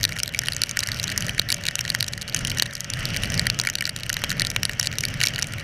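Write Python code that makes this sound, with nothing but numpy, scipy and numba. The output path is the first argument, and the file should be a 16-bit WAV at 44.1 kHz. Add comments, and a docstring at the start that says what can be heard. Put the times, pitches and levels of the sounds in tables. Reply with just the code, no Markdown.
"""On a fast road in the rain, a camera in a plastic case rides on a motorcyclist's helmet.
Raindrops tick on the case and set its modes ringing; the hardest ones add a dull thump.
Wind makes a low rumble of shaped noise and a muffled hiss by shaking the same modes.
A faint engine whine is a wavering sine, and a limiter ducks the sound after loud peaks."""
import sys
import numpy as np
from scipy import signal
from scipy.fft import rfft, irfft, next_fast_len
from scipy.io import wavfile
from scipy.ndimage import uniform_filter1d
from numba import njit

SR = 44100
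rng = np.random.default_rng(int(sys.argv[2]) if len(sys.argv) > 2 else 0)


def unload_audio(sound):
    """Save the sound as a 16-bit wav file, at the path given as the first command line argument."""
    columns = np.transpose(np.atleast_2d(sound))
    # keep every value between -1 and 1, then stretch to whole-number steps
    steps = np.round(np.clip(columns, -1, 1) * 32767)
    wavfile.write(sys.argv[1], SR, steps.astype(np.int16))


N = 248283  # length in samples

# Strength of the wind over time: start_s, wind_db
WIND_GUSTS = [(0.0, -33), (0.25, -39.5), (0.5, -36.5), (0.77, -40), (1.02, -35), (1.3, -30.5),
              (1.44, -36.5), (1.77, -40), (1.98, -36), (2.25, -41), (2.42, -30.5), (2.59, -32.5),
              (2.8, -44), (2.98, -32.5), (3.38, -26.5), (3.74, -40), (4.09, -39), (4.37, -31.5),
              (4.83, -37.5), (5.1, -33), (5.63, -35.5)]
# Tone of the wind rumble, relative levels: pitch_hz, level_db (per Hz)
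RUMBLE_TONE = [(12, -38), (24, -3), (40, -5), (60, -8), (119, 2.5), (224, -10.5), (368, -22), (527, -19),
               (574, -16), (837, -26.5), (1200, -39.5), (1560, -29), (2640, -120)]
# Knocks from the few drops that jolt the whole camera: start_s, level_db
CAMERA_THUDS = [(1.396, -10), (1.587, -22), (2.623, -9), (3.468, -17), (3.5985, -15), (4.2388, -10),
                (4.6528, -21), (4.7971, -23)]
# Large raindrops; the pitch stands for where a drop lands, which decides the modes that ring most:
# start_s, level_db, pitch_hz
LARGE_DROPS = [(0.0314, -7.5, 4500), (0.04, -4.5, 4300), (0.0513, -2, 4060), (0.2009, -11.5, 2620),
               (0.2329, -7, 5620), (0.2778, -17.5, 4430), (0.3468, -12.5, 2260), (0.3905, -6.5, 5650),
               (0.4845, -8, 2900), (0.5217, -13, 4240), (0.5653, -12.5, 6700), (0.618, -7, 4380),
               (0.6357, -5.5, 4320), (0.6934, -17, 5900), (0.7117, -15.5, 6600), (0.7711, -8, 1780),
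               (0.791, -8.5, 5530), (0.8044, -12.5, 4270), (0.8297, -18, 1790), (0.8341, -13, 4540),
               (0.8723, -16.5, 5640), (0.8877, -14, 1900), (0.9175, -13, 4240), (0.9979, -13.5, 4400),
               (1.0407, -12.5, 5800), (1.1615, -22.5, 1860), (1.177, -7.5, 5900), (1.2067, -16.5, 6040),
               (1.2233, -15.5, 2840), (1.2664, -18, 6480), (1.2831, -18, 1800), (1.294, -11.5, 2860),
               (1.3808, -15.5, 1840), (1.3955, -1, 4230), (1.4885, -15.5, 4320), (1.5026, -8, 4330),
               (1.511, -30, 7860), (1.5191, -13, 5500), (1.525, -8, 4400), (1.5437, -12, 6470),
               (1.6538, -17, 2780), (1.6666, -13, 4170), (1.6854, -7.5, 4280), (1.7546, -11, 5900),
               (1.7913, -12.5, 2800), (1.8095, -13.5, 5600), (1.8511, -17, 1750), (1.8787, -18, 3220),
               (1.9017, -6.5, 4280), (1.9487, -6.5, 1720), (2.0066, -7, 4300), (2.027, -9.5, 4300),
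               (2.0841, -18.5, 5630), (2.3462, -5, 6540), (2.3704, -19.5, 4620), (2.3908, -20, 6560),
               (2.4495, -11.5, 3080), (2.4987, -17.5, 5770), (2.516, -15, 2870), (2.585, -16.5, 5860),
               (2.5975, -6, 3370), (2.6227, -2, 4330), (2.8061, -14.5, 6480), (2.9013, -15, 5930),
               (2.9363, -15, 4270), (3.0542, -11, 4250), (3.144, -17, 2240), (3.1639, -12, 3350),
               (3.2352, -12.5, 3180), (3.3017, -16, 5960), (3.3947, -2.5, 4320), (3.4683, -5, 1660),
               (3.5, -5.5, 4280), (3.5896, -13.5, 5800), (3.5986, -7.5, 4340), (3.6141, -15, 5860),
               (3.6367, -18, 1800), (3.6506, -14.5, 1780), (3.6717, -6, 2160), (3.6882, -15.5, 1810),
               (3.6996, -13, 6050), (3.7537, -10.5, 4260), (3.7854, -17, 4100), (3.8085, -12, 2310),
               (3.8235, -14, 1760), (3.8539, -11.5, 4300), (3.8931, -14, 4660), (4.0647, -22, 2840),
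               (4.0945, -13.5, 5800), (4.0998, -10.5, 1690), (4.1294, -13, 6700), (4.1416, -16, 5000),
               (4.1676, -12, 1770), (4.2388, -11, 3150), (4.2437, -10.5, 2580), (4.3038, -13, 4230),
               (4.3161, -9.5, 1700), (4.3967, -7.5, 4620), (4.4078, -15, 1800), (4.4191, -2.5, 4370),
               (4.4493, -12.5, 4260), (4.4691, -10, 4460), (4.5017, -15, 6040), (4.5629, -7.5, 2860),
               (4.6319, -7, 5270), (4.6526, -6.5, 4320), (4.6947, -14.5, 1760), (4.7971, -5.5, 5570),
               (4.8117, -16, 3280), (4.8289, -12.5, 5530), (4.8713, -9, 4380), (4.9846, -10.5, 5840),
               (5.0075, -14, 5850), (5.0368, -12, 2200), (5.0521, -10.5, 4300), (5.2036, -15, 2730),
               (5.2138, -8, 2600), (5.2301, -15, 4100), (5.2362, -3, 4270), (5.2402, -6, 2290),
               (5.2536, -14, 5450), (5.2608, -13, 5400), (5.2708, -5.5, 4150), (5.2847, -14, 5300),
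               (5.3812, -19, 2840), (5.3895, -13, 1810), (5.4237, -10.5, 5670), (5.4274, -10.5, 5800)]
# Modes of the plastic case, with ring time down to -60 dB and relative levels:
# pitch_hz, ring_s, drop_level_db, wind_level_db
CASE_MODES = [(1420, 0.017, -5.5, 2.5), (1874, 0.012, 1.5, 7), (2274, 0.017, -2.5, 1),
              (2900, 0.0088, 2, 6.5), (3220, 0.019, -8.5, -10), (3933, 0.0043, 5, -16),
              (4605, 0.0061, 3, -7.5), (5536, 0.0059, 1.5, -2.5), (5960, 0.011, -1.5, -7),
              (6460, 0.0027, 6, -11.5), (7980, 0.0056, -1.5, -24), (8730, 0.0051, 0.5, -19),
              (10500, 0.0027, 4.5, -21), (11700, 0.0037, 0.5, -32), (13200, 0.0026, 1, -20),
              (14600, 0.0055, -6.5, -34)]

CALM_DB = -35  # usual wind level, on the scale of the gust table
WHINE_HZ, WHINE_DB = 576, -59  # middle pitch and level of the engine whine
THUD_HZ, THUD_RING_S = 1000, 0.0022
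SMALL_DROPS_PER_S = 180
TOP_HZ = 16400  # highest pitch that the recorder keeps


def undb(db):
    """Turn decibels into a plain multiplier."""
    return 10 ** (np.asarray(db) / 20)


def level(x, db):
    """Scale a sound so that its average (RMS) level is db."""
    return x * undb(db) / np.sqrt(np.mean(x ** 2))


def ring(x, hz, t60):
    """One mode struck or shaken by x: a sine that fades by 60 dB in t60 seconds."""
    pole = np.exp(2j * np.pi * hz / SR - np.log(1000) / (t60 * SR))
    return signal.lfilter([1], [1, -pole], x).imag


def walk(rate):
    """Smooth random wandering: rate new values a second, averaged twice, with a spread near 1."""
    hold = int(SR / rate)
    steps = np.repeat(rng.standard_normal(N // hold + 1), hold)
    smooth = uniform_filter1d(uniform_filter1d(steps, hold), hold)
    return 1.306 * smooth[:N]


def gust():
    """Wind strength in dB above its usual level, joined by straight lines between table points."""
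    start_s, wind_db = np.transpose(WIND_GUSTS)
    return np.interp(np.arange(N) / SR, start_s, wind_db) - CALM_DB


def engine():
    """A thin gear whine: a sine whose pitch and level waver slightly."""
    pitch_hz = WHINE_HZ * (1 + 0.0058 * walk(4.7))
    phase = 2 * np.pi * np.cumsum(pitch_hz) / SR
    return np.sqrt(2) * undb(WHINE_DB + 0.71 * walk(5.8)) * np.sin(phase)


def rumble():
    """Turbulent air on the helmet: overlapping noise bands that swell together and flicker alone."""
    size = next_fast_len(N)
    hz = np.fft.rfftfreq(size, 1 / SR) + 1  # the 1 avoids the log of zero
    tone_hz, tone_db = np.transpose(RUMBLE_TONE)
    colour = undb(np.interp(np.log(hz), np.log(tone_hz), tone_db))
    out, swell = 0, walk(16)
    for centre in 16 * 2 ** (np.arange(14) / 2):  # Hz, half an octave apart
        band = np.cos(np.pi / 2 * np.clip(2 * np.log2(hz / centre), -1, 1))
        noise = irfft(rfft(rng.standard_normal(size)) * band * colour, size)[:N]
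        share = np.clip(1.1 - 0.16 * np.log2(centre / 100), 0, 1)  # gusts move the bass most
        out = out + noise * undb(share * gust() + 0.5 * swell + 0.61 * walk(12))
    return level(out, -33.5)


def thuds():
    """A short, dull knock of the whole camera on its mount: one mode that dies at once."""
    start_s, level_db = np.transpose(CAMERA_THUDS)
    knocks = np.bincount((start_s * SR).astype(int), undb(level_db), N)
    return ring(knocks, THUD_HZ, THUD_RING_S)


def small_drops(low_db, top_db, low_hz, top_hz, driven):
    """Fine rain and spray landing at random on the case; gusts drive it harder."""
    when, size, place = rng.random((int(SMALL_DROPS_PER_S * N / SR), 3)).T
    level_db = low_db + (top_db - low_db) * size ** 1.75  # most drops are weak
    level_db = level_db + driven * gust()[(when * N).astype(int)]
    pitch_hz = low_hz * (top_hz / low_hz) ** place
    return np.column_stack([when * N / SR, level_db, pitch_hz])


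def case(drops, splash_s, splash_db, scatter_db, far_db, over_db, under_db, octaves, count=4):
    """Each drop strikes, then splashes in weaker pats that ring the case; wind shakes the same modes."""
    start_s, level_db, pitch_hz = drops.T
    late = rng.random((len(drops), count)) * splash_s
    late[:, 0] = 0
    pats = rng.standard_normal((len(drops), count)) * undb(splash_db)
    pats[:, 0] = 1  # the first pat is the strike itself
    at = np.minimum(((start_s[:, None] + late) * SR).astype(int), N - 1).ravel()

    ticks, hiss, swell = 0, 0, walk(4.7)
    for k, (hz, t60, drop_db, wind_db) in enumerate(CASE_MODES):
        apart = np.log2(hz / pitch_hz)  # octaves from the drop's own pitch
        near = np.exp(-(apart / octaves) ** 2)
        slope = np.where(apart > 0, over_db, -under_db)  # dB per octave
        db = level_db + drop_db + slope * apart
        db = db + (1 - near) * (far_db + scatter_db * (rng.random(len(drops)) - 0.5))
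        hits = np.bincount(at, (undb(db)[:, None] * pats).ravel(), N)
        # neighbouring modes start opposed, so the ring swells before it dies
        ticks = ticks + (-1) ** k * ring(hits, hz, t60)

        shake = rng.standard_normal(N) * undb(1.75 * swell + 2.23 * walk(24.66))
        muffled = ring(ring(shake, hz, 0.33 * t60), hz, 0.33 * t60)
        hiss = hiss + level(muffled, wind_db)
    sound = ticks + level(hiss, -39) * undb(0.72 * gust())
    # the rain on the case keeps little sound below about 1100 Hz
    return signal.sosfilt(signal.butter(2, 1100, "high", fs=SR, output="sos"), sound)


def scene():
    """Add up the engine, the wind, the knocks and the rain on the case."""
    fine_rain = small_drops(low_db=-51.5, top_db=-16.5, low_hz=1350, top_hz=7700, driven=0.29)
    drops = np.vstack([LARGE_DROPS, fine_rain])
    shell = case(drops, splash_s=0.0017, splash_db=-14.0, scatter_db=16.5, far_db=-10.5,
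                 over_db=-2, under_db=-4.0, octaves=0.25)
    return (shell + thuds() + rumble() + engine())[None]


@njit
def peak_follow(x, attack, release):
    """Loudness curve that jumps up on peaks and sinks slowly; steps are shares per sample."""
    out, e = np.empty(len(x)), 0.
    for i in range(len(x)):
        e += (abs(x[i]) - e) * (attack if abs(x[i]) > e else release)
        out[i] = e
    return out


def record(dry):
    """Hard ticks push the microphone capsule to one side; a limiter ducks peaks; the top is cut."""
    # squaring turns a hard tick into a one-sided push, heard as a dull thump
    thump_band = signal.butter(2, [250, 1200], "band", fs=SR, output="sos")
    capsule = dry + 0.14 * signal.sosfilt(thump_band, dry ** 2)

    attack_s, release_s = 0.0011, 0.08
    peak = peak_follow(capsule[0], 1 / (attack_s * SR), 1 / (release_s * SR))
    gain = np.minimum(1, (0.24 / (peak + 1e-9)) ** 0.68)  # ducks only above 0.24

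    kept_band = signal.butter(2, [27, 14500], "band", fs=SR, output="sos")
    limited = signal.sosfilt(kept_band, capsule * gain)
    rounded = 0.94 * np.tanh(1.122 * limited)  # bends the highest peaks over softly
    return signal.sosfilt(signal.ellip(10, 0.2, 70, TOP_HZ, fs=SR, output="sos"), rounded)


dry = scene()
out = record(dry)
unload_audio(out)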